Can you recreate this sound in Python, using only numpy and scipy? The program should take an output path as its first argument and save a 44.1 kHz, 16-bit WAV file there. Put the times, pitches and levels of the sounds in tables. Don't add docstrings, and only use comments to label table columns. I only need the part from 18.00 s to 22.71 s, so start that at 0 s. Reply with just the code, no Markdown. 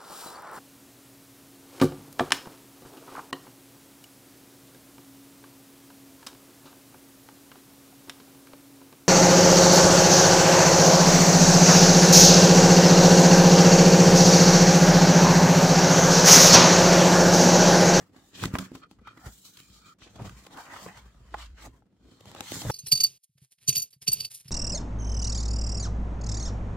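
import sys
import numpy as np
from scipy import signal
from scipy.fft import rfft, irfft, next_fast_len
from scipy.io import wavfile
from scipy.ndimage import uniform_filter1d

SR = 44100
rng = np.random.default_rng(int(sys.argv[2]) if len(sys.argv) > 2 else 0)


def output_pcm(signal):
    pcm = np.clip(np.atleast_2d(signal).T, -1, 1) * 32767
    wavfile.write(sys.argv[1], SR, np.round(pcm).astype(np.int16))


N = 207643

# (frequency [Hz], relative level [dB], free 60 dB decay time [s])
LOW_MODES = [(52.5, -20, 0.14), (112.5, -4.5, 0.17), (139.4, -13, 0.51), (188.4, 3, 0.14), (264.2, 7, 0.15),
             (311, 9, 0.11)]


def gain_of(db):
    return 10 ** (np.asarray(db) / 20)


def evened(x):
    return x / np.sqrt(np.mean(x ** 2) + 1e-20)


def peaked(x):
    return x / (abs(x[0]).max() + 1e-12)


def read(points, hz):
    f, db = np.transpose(points)
    return np.interp(np.log(hz + 1), np.log(f + 1), db)


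def coloured(x, points):
    size = next_fast_len(x.shape[-1])
    gain = gain_of(read(points, np.fft.rfftfreq(size, 1 / SR)))
    return irfft(rfft(x, size) * gain, size)[..., :x.shape[-1]]


def resonate(x, hz, width):
    r = np.exp(-np.pi * width / SR)
    return signal.lfilter([1 - r, 0, r - 1], [1, -2 * r * np.cos(2 * np.pi * hz / SR), r * r], x)


def steadied(x, seconds):
    power = abs(uniform_filter1d(x ** 2, round(seconds * SR), axis=-1))
    return x / np.sqrt(power + 0.33 * np.mean(x ** 2))


def nearness_db(hz, near_hz, octaves):
    return -6 * (np.log2(hz / near_hz) / octaves) ** 2


def grit(per_s, spread_db, grain_ms, smooth):
    caught = rng.random(N) < per_s / SR
    sizes = gain_of(spread_db * np.minimum(rng.exponential(1, N), 4)) * caught
    grain = np.exp(-np.arange(2000) / (grain_ms * SR / 1000))
    envelope = smooth + evened(signal.oaconvolve(sizes, grain)[:N])
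    return envelope * rng.standard_normal((2, N))


def played(rows, t, level, controls=(), rest_db=-105., rest=0.):
    edge_db = 24
    roundness = 1.143
    columns, grid = np.transpose(rows)[:, :, None], np.arange(0, N / SR + .002, .002)
    off = grid - columns[0]
    rise, fall = np.maximum(columns[1], .004), np.maximum(columns[2], .004)
    spent = np.where(off < 0, -off / rise, off / fall)
    power = gain_of(2 * (columns[level] - edge_db * spent ** roundness))
    idle = gain_of(2 * rest_db)
    total = power.sum(0) + idle
    curves = [10 * np.log10(total)]
    curves += [((power * columns[c]).sum(0) + idle * rest) / total for c in controls]
    return [np.interp(t, grid, c) for c in curves]


def room_tone():
    # (frequency [Hz], relative density [dB])
    room_spectrum = [(15, 5), (25, 11), (66, 21.5), (212, 30), (489, -5), (695, -39), (1130, -57.5),
                     (3250, -48.5), (4870, -52), (9320, -90), (16000, -50)]
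    level_db = -75.5
    return gain_of(level_db) * evened(coloured(rng.standard_normal((2, N)), room_spectrum))


def rubbing():
    # (peak [s], rise [s], fall [s], paper hiss [dB], card scrape [dB],
    # share that rings the hollow [0-1], hiss tilt [dB per octave], scrape tilt [dB per octave])
    strokes = [(0.0, .02, .1, -60, -56, .05, 4, -1), (0.162, 0.055, 0.16, -69.5, -66.5, 0.1, 2, 1.5),
               (0.273, 0.17, 0.12, -66.5, -61.5, .02, 4, -2.9),
               (0.355, 0.026, 0.041, -49, -62, .3, -5.5, -2),
               (0.435, 0.087, 0.073, -40, -41.5, 0.14, 0.8, 5.5),
               (0.555, 0.053, 0.045, -50.5, -40.5, 0.47, 7.5, 6),
               (0.597, 0.019, 0.12, -49.5, -46, 0.1, 3, 0), (0.645, 0.075, 0.079, -58.5, -53, 1, 3, 16),
               (0.752, 0.031, 0.095, -58.5, -61, 0.2, 1.5, 5),
               (0.836, 0.021, 0.031, -54.5, -47.5, 0.82, -8, 1.1),
               (0.916, 0.037, 0.068, -68, -67, 0.23, -1.1, -1.9),
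               (1.085, 0.07, 0.11, -65.5, -53, 0.82, -6, 5), (1.175, .025, 0.16, -69, -58, 0.36, 3, 2.5),
               (1.261, 0.047, 0.055, -52.5, -42.5, 0.07, 6, -2.3),
               (1.34, 0.27, 0.66, -57.5, -74, .02, 6.5, 5),
               (1.454, 0.029, 0.074, -50, -58, 0.43, 2.5, -2.5),
               (1.589, 0.062, .12, -56.5, -61, 0.52, 4, 14), (1.77, 0.2, 0.17, -60.5, -66.5, 0.6, 1.5, 6),
               (1.878, 0.12, 0.097, -60.5, -59.5, 1, 3, 16), (1.934, 0.32, 0.0062, -72.5, -66.5, 1, 2.2, 0),
               (2.025, 0.037, 0.084, -55, -60, .3, -7, 3), (2.075, 0.053, 0.053, -62.5, -55.5, 0.1, -8, 1),
               (2.159, 0.017, 0.079, -61, -64, .3, -6, 3.5), (2.203, 0.071, 0.058, -71, -50, 0.45, .6, -3),
               (2.262, 0.047, 0.059, -54, -46, 0, .6, -1.5), (2.43, 0.87, 0.22, -62, -60.5, 0.1, 1.5, 3),
               (2.535, 0.056, 0.07, -58.5, -47, 0, 0, -2.1),
               (2.585, 0.051, 0.096, -53.5, -44, 0.28, 3.5, -1), (2.752, 0.21, 0.22, -55, -45, .12, 0.5, 0),
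               (2.845, 0.2, 0.066, -51, -51.5, .02, 3, -2.5), (2.885, 0.027, 0.052, -56, -44, 0.1, 3, 0.5),
               (2.984, 0.17, 0.065, -59, -50.5, 0.02, -1, -0.7),
               (3.06, 0.21, 0.29, -69.5, -62.5, 0.28, 1.7, 2), (3.32, 0.26, 0.11, -74, -66, 0, 4, 0),
               (3.4, 0.094, 0.13, -55, -52, 0.2, -1.5, 0.5),
               (3.465, 0.21, 0.023, -55.5, -59.5, 0.1, -4, 4.5),
               (3.585, 0.03, 0.12, -61.5, -52.5, 0.17, -2.8, 5.5),
               (3.63, 0.057, 0.066, -54, -55, 0.15, -1, 5), (3.66, 0.081, 0.03, -53, -50.5, .02, 5, -1),
               (3.775, .25, 0.069, -75, -71, 0, 3.3, 1), (4.139, 0.2, 0.27, -67.5, -72.5, 0.43, -1.1, 3.5),
               (4.29, 0.13, 0.2, -60, -62, .15, -1.5, -0.5), (4.399, 0.17, 0.15, -57.5, -48, 0, -5.5, -1.5),
               (4.465, 0.068, 0.33, -51, -55, 0, 0.5, 11.5), (4.535, 0.19, 0.5, -44.5, -51, 0.1, 3.5, 3.5),
               (4.71, 0.13, .05, -44.5, -36, 0, 6, -3)]
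    # (frequency [Hz], half-width [Hz], lift at full share [dB])
    air_modes = [(1288, 190, 28.5), (2390, 71, 21), (3220, 53, 17.5), (4290, 200, 10), (5440, 700, 5)]
    # (frequency [Hz], relative density [dB])
    hiss_spectrum = [(1290, -61), (2200, -2), (2830, 4.5), (3110, 11.5), (3620, 10.5), (4040, 9.5),
                     (5850, 6.5), (7280, 9.5), (9620, -2), (10900, -2), (15200, -4), (16100, -3),
                     (16500, -39)]
    # (frequency [Hz], relative density [dB])
    scrape_spectrum = [(210, 3), (350, -2.5), (493, 8), (681, 11), (1140, 11), (1380, 8), (2020, 8),
                       (2250, 0.5), (3000, -4), (3900, -49), (6600, -120)]
    gap_from_s, gap_to_s, gap_db = 1.941, 1.985, -30

    fine = grit(per_s=280, spread_db=-6.5, grain_ms=15.5, smooth=0.93)
    catches = grit(per_s=170, spread_db=1.0, grain_ms=4.5, smooth=1.7)
    drives = np.array([fine, fine + 1.07 * catches])
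    hz, t, z = signal.stft(drives, SR, nperseg=512, noverlap=384)
    hz = hz[:, None]

    hiss_tilt_db = played(strokes, t, level=3, controls=[6])[1]
    share, scrape_tilt_db = played(strokes, t, level=4, controls=[5, 7])[1:]
    levels_db = [played(strokes, np.arange(N) / SR, level=k)[0] for k in (3, 4)]
    lift = sum(db / (1 + ((hz - f) / w) ** 2) for f, w, db in air_modes)
    hollow = gain_of(np.clip(share, 0, 1) * lift)
    hiss = gain_of(read(hiss_spectrum, hz) + hiss_tilt_db * np.log2((hz + 1) / 6000)) * hollow
    scrape = gain_of(read(scrape_spectrum, hz) + scrape_tilt_db * np.log2((hz + 1) / 1100)) * hollow

    unevenness = uniform_filter1d(rng.standard_normal((len(t), len(hz))), 30, 0)
    unevenness = evened(uniform_filter1d(unevenness, 2, 1)).T
    uneven_gain = gain_of(3.76 * unevenness / np.sqrt(1 + (hz / 8000) ** 2))

    in_gap = (np.arange(N) > gap_from_s * SR) & (np.arange(N) < gap_to_s * SR)
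    gap_gain = uniform_filter1d(np.where(in_gap, gain_of(gap_db), 1.), size=180)
    out = np.zeros((2, N))
    for db, colour, drive in zip(levels_db, (hiss, scrape), z):
        colour = colour / np.sqrt((colour ** 2).mean(0)) * uneven_gain
        rub = signal.istft(drive * colour, SR, nperseg=512, noverlap=384)[1][:, :N]
        out += gap_gain * gain_of(db) * evened(rub)
    return out


def grips():
    # (peak [s], rise [s], fall [s], hum level [dB], pitch of the wall that is held [Hz])
    squeezes = [(0.0, 0.022, 0.1, -53, 197), (0.16, 0.18, 0.16, -61.5, 237), (0.447, 0.12, 0.15, -40, 205),
                (0.555, 0.026, 0.035, -33, 258), (0.627, 0.15, 0.088, -46.5, 184),
                (0.74, 0.1, 0.18, -54.5, 262), (1.008, 0.19, 0.11, -61, 118), (1.098, 0.13, 0.16, -63, 221),
                (1.277, 0.071, 0.066, -51, 157), (1.902, 0.24, 0.042, -63, 178),
                (2.037, 0.05, 0.14, -60, 298), (2.223, .11, 0.16, -41.5, 109),
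                (2.38, 0.13, 0.27, -61.5, 180), (2.576, 0.16, 0.072, -54, 325),
                (2.754, 0.21, .2, -58.5, 288), (2.879, 0.086, 0.059, -46, 179),
                (3.073, 0.16, 0.14, -60, 108), (3.219, .09, 0.14, -59.5, 114),
                (3.344, 0.038, 0.1, -56, 332), (3.666, 0.09, 0.09, -54.5, 264),
                (4.06, 0.051, 0.35, -60.5, 265), (4.12, 0.17, 0.074, -63.5, 262),
                (4.29, 0.097, 0.12, -52.5, 164), (4.404, 0.12, 0.074, -54.5, 328),
                (4.555, .09, 0.14, -46.5, 201), (4.62, 0.14, 0.13, -51, 149),
                (4.685, 0.088, 0.15, -35, 108)]
    # (frequency [Hz], relative density [dB])
    rumble_spectrum = [(40, -84), (90, 6), (250, -9), (500, -9), (900, -56)]
    hold_db, hold_hz = -68.5, 204
    level_db, wall_hz = played(squeezes, np.arange(N) / SR, level=3, controls=[4],
                               rest_db=hold_db, rest=hold_hz)
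    drag = grit(per_s=78, spread_db=-3.5, grain_ms=5.6, smooth=1.0)
    hum, weight_power = 0, 0
    for hz, db, t60 in LOW_MODES[1:]:
        weight = gain_of(db + nearness_db(hz, wall_hz, 0.3))
        hum = hum + weight * steadied(resonate(drag, hz, 3.9 / t60), 0.065)
        weight_power = weight_power + weight ** 2
    rumble = evened(coloured(drag, rumble_spectrum))
    return gain_of(level_db) * (hum / np.sqrt(weight_power) + 0.67 * rumble)


def shudder():
    # (peak [s], rise [s], fall [s], level [dB])
    jolts = [(0.14, .1, 0.34, -67), (0.39, 0.046, .2, -69), (0.545, 0.018, 0.046, -45),
             (0.62, .04, .03, -54), (0.77, 0.052, 0.052, -66), (1.01, 0.11, 0.19, -58.5),
             (1.27, 0.084, 0.11, -47), (1.72, .12, 0.23, -58), (2.03, 0.083, .1, -62.5),
             (2.2, 0.11, .2, -55), (2.36, 0.25, 0.11, -49), (2.78, 0.083, 0.096, -62),
             (2.98, .06, 0.18, -50.5), (3.07, 0.13, 0.063, -47.5), (3.17, .05, 0.034, -49),
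             (3.23, .035, 0.033, -46), (3.3, 0.051, .2, -44), (3.42, 0.31, 0.23, -45),
             (3.53, .2, 0.05, -40.5), (3.68, 0.16, 0.12, -43.5), (4.07, 0.13, .15, -55),
             (4.46, 0.12, 0.087, -68), (4.59, 0.055, 0.095, -60)]
    still_db = -88.5
    shake = resonate(resonate(rng.standard_normal((2, N)), 56.5, 11), 55.3, 10)
    level_db = played(jolts, np.arange(N) / SR, level=3, rest_db=still_db)[0]
    return gain_of(level_db) * steadied(shake, 0.047)


def ring(modes, near_hz, octaves, t, lasting=1):
    out = 0
    for hz, db, t60 in modes:
        level_db = db + nearness_db(hz, near_hz, octaves) - 60 * t / (t60 * lasting)
        out = out + gain_of(level_db) * np.sin(2 * np.pi * hz * t)
    return out


def blows():
    # (time [s], panel peak [dB], panel pitch [Hz], thump peak [dB], thump pitch [Hz],
    # thump decay [factor on t60], snap peak [dB], contact [ms])
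    hits = [(0.144, -52, 630, -70, 258, 1.6, -70, 8.6), (0.163, -46, 604, -43, 250, 0.41, -60, 1.9),
            (0.354, -53, 1206, -46, 220, 0.8, -45, 7.2), (0.437, -19, 1340, -22.5, 184, 0.8, -24.5, 2.8),
            (0.455, -28, 1626, -18, 161, 0.59, -24, 2.7), (0.48, -55, 501, -31, 145, 0.77, -55, 3.6),
            (0.537, -38, 1260, -16, 148, 0.24, -40.5, 11), (0.553, -17, 1200, -21.5, 334, 0.6, -52, 2.53),
            (0.585, -29, 1266, -27, 168, 1.45, -26, 7), (0.596, -48, 820, -29.5, 181, 1.1, -52, 1.4),
            (0.716, -44, 501, -32, 264, 0.86, -55, 4.7), (0.75, -41, 980, -34, 240, 0.57, -41, 9.3),
            (0.912, -49, 790, -45.5, 310, 0.73, -49.5, 1.8),
            (0.987, -54.5, 1185, -43.5, 80.4, .46, -80, 10), (1.072, -34, 1340, -55, 86, 2.9, -54, 7),
            (1.173, -44.5, 1490, -45.5, 301, 1.3, -54, 7.6), (1.264, -42, 657, -29.5, 81, 0.11, -47, 10.3),
            (1.57, -57.5, 1281, -57, 107, 2.3, -40.5, 6.5),
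            (1.601, -56, 1390, -47.5, 168, 0.68, -39.5, 2.7), (1.7, -72, 1297, -46.5, 134, 0.76, -58, 2.8),
            (2.02, -42.5, 1670, -45, 70.4, 0.12, -59, 0.71),
            (2.157, -44.5, 550, -42.5, 92.5, 3.3, -53, 9.9), (2.189, -35.5, 650, -47, 128, 3.4, -57, 24.6),
            (2.252, -38, 526, -35.5, 133, 1.3, -50, 1.3), (2.294, -41, 1370, -59, 113, 0.62, -42.5, 4.6),
            (2.451, -51, 1280, -52, 205, 1.3, -52, 1.7), (2.465, -43, 850, -49, 190, 3.1, -41.5, 5),
            (2.572, -48, 1308, -48, 336, .73, -43, 3.9), (2.764, -31.5, 1125, -65, 110, 1.5, -47, 1.6),
            (2.862, -31.5, 720, -47, 188, 0.38, -47, 4.3), (2.969, -45, 1448, -42.5, 66, 0.38, -50, 8.5),
            (3.341, -22.5, 905, -43.5, 334, .64, -69, 6.3), (3.67, -42, 483, -45.5, 64.5, 1.3, -61, 2.7),
            (3.822, -54.5, 800, -58, 69, 1.15, -80.5, 1.9), (4.206, -46, 516, -50.5, 113.6, 2.2, -48, 5.1),
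            (4.256, -42, 750, -53, 160, 1.1, -46.5, 2), (4.272, -54, 490, -41.5, 141, 0.41, -51.5, 27),
            (4.315, -43, 644, -59, 97, 1.2, -42, 2.6), (4.348, -36.5, 686, -64, 109, 0.89, -39.5, 3.3),
            (4.362, -40.5, 1125, -50, 112, 6.5, -44, 2.1), (4.4065, -28, 790, -34, 336, 0.26, -26, 2.1),
            (4.519, -29, 580, -31.5, 347, 0.6, -29, 1.7), (4.556, -41, 937, -33.5, 172, 1.1, -52, 4.4),
            (4.616, -35, 730, -37, 330, 1, -33, 5.3), (4.65, -33, 510, -28.5, 108, .7, -48, 7.3),
            (4.666, -45, 689, -22, 97, 2.2, -41, 4.9), (4.698, -20.5, 750, -45, 111, 1.1, -31, 5.8)]
    # (frequency [Hz], relative level [dB], 60 dB decay time [s])
    panel_modes = [(410, -2, 0.015), (580, 8.5, 0.0074), (826, 3.5, 0.024), (1042, -3.5, 0.056),
                   (1276, 13, 0.012), (1510, 0, 0.025), (1950, 10, 0.019), (2600, 1.5, 0.015),
                   (3200, -1, .015)]
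    # (frequency [Hz], relative density [dB])
    snap_spectrum = [(1500, -2), (2600, 4), (16000, 0.5)]
    snap_tilt_db = -6
    snap_colour = [(hz, db + snap_tilt_db * np.log2(hz / 4000)) for hz, db in snap_spectrum]

    out, t = np.zeros((2, N + 12000)), np.arange(12000) / SR
    early = t[:3000]
    noises = rng.standard_normal((len(hits), 2, 2, 3000))
    leans = 0.59 * rng.standard_normal(len(hits))
    thin, bright = (signal.butter(2, hz, "high", fs=SR, output="sos") for hz in (350, 2400))
    first = -np.exp(-((early - .0003) / .0001) ** 2)
    for row, (rough, crisp), lean in zip(hits, noises, leans):
        s, panel_db, panel_hz, thump_db, thump_hz, lasting, snap_db, ms = row
        u = early / (max(ms, .2) / 1000)
        contact = (1 - np.exp(-u / 0.18)) * np.exp(-u ** 2)

        push = -np.hanning(round(.35 * SR / thump_hz))
        thump = signal.oaconvolve(push, ring(LOW_MODES, thump_hz, 0.57, t, max(lasting, .1)))
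        thump = thump[:12000] * (1 - np.exp(-t * thump_hz / 0.086))

        strike = contact * rough * [[1], [.6]] + 0.51 * np.outer([1, lean], first)
        strike = signal.sosfilt(thin, strike)
        panel = signal.oaconvolve(strike, ring(panel_modes, panel_hz, 0.42, t)[None], axes=1)

        crackle = crisp * (contact + 0.027 * np.exp(-early / 0.016))
        snap = coloured(signal.sosfilt(bright, crackle), snap_colour)

        at = round(s * SR)
        out[:, at:at + 12000] += gain_of(thump_db) * peaked(np.outer([1, lean], thump))
        out[:, at:at + 12000] += gain_of(panel_db) * peaked(panel[:, :12000])
        out[:, at:at + 3000] += gain_of(snap_db) * peaked(snap)
    return out[:, :N]


def scene():
    # (frequency [Hz], gain of the sides [dB])
    width = [(60, -28.5), (130, -14.5), (290, -10.5), (640, -9), (1410, -4.5), (3100, -0.5), (6820, 0),
             (15000, 0.5)]
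    centre, sides = room_tone() + rubbing() + grips() + shudder() + blows()
    sides = coloured(sides, width)
    return np.array([centre + sides, centre - sides])


def record(dry):
    edge_hz = 15850
    lean = signal.sosfilt(signal.butter(3, 42, "high", fs=SR, output="sos"), dry)
    low_pass = signal.firwin(511, edge_hz, window=("kaiser", 9), fs=SR)
    return signal.oaconvolve(lean, low_pass[None], "same")


dry = scene()
out = record(dry)
output_pcm(out)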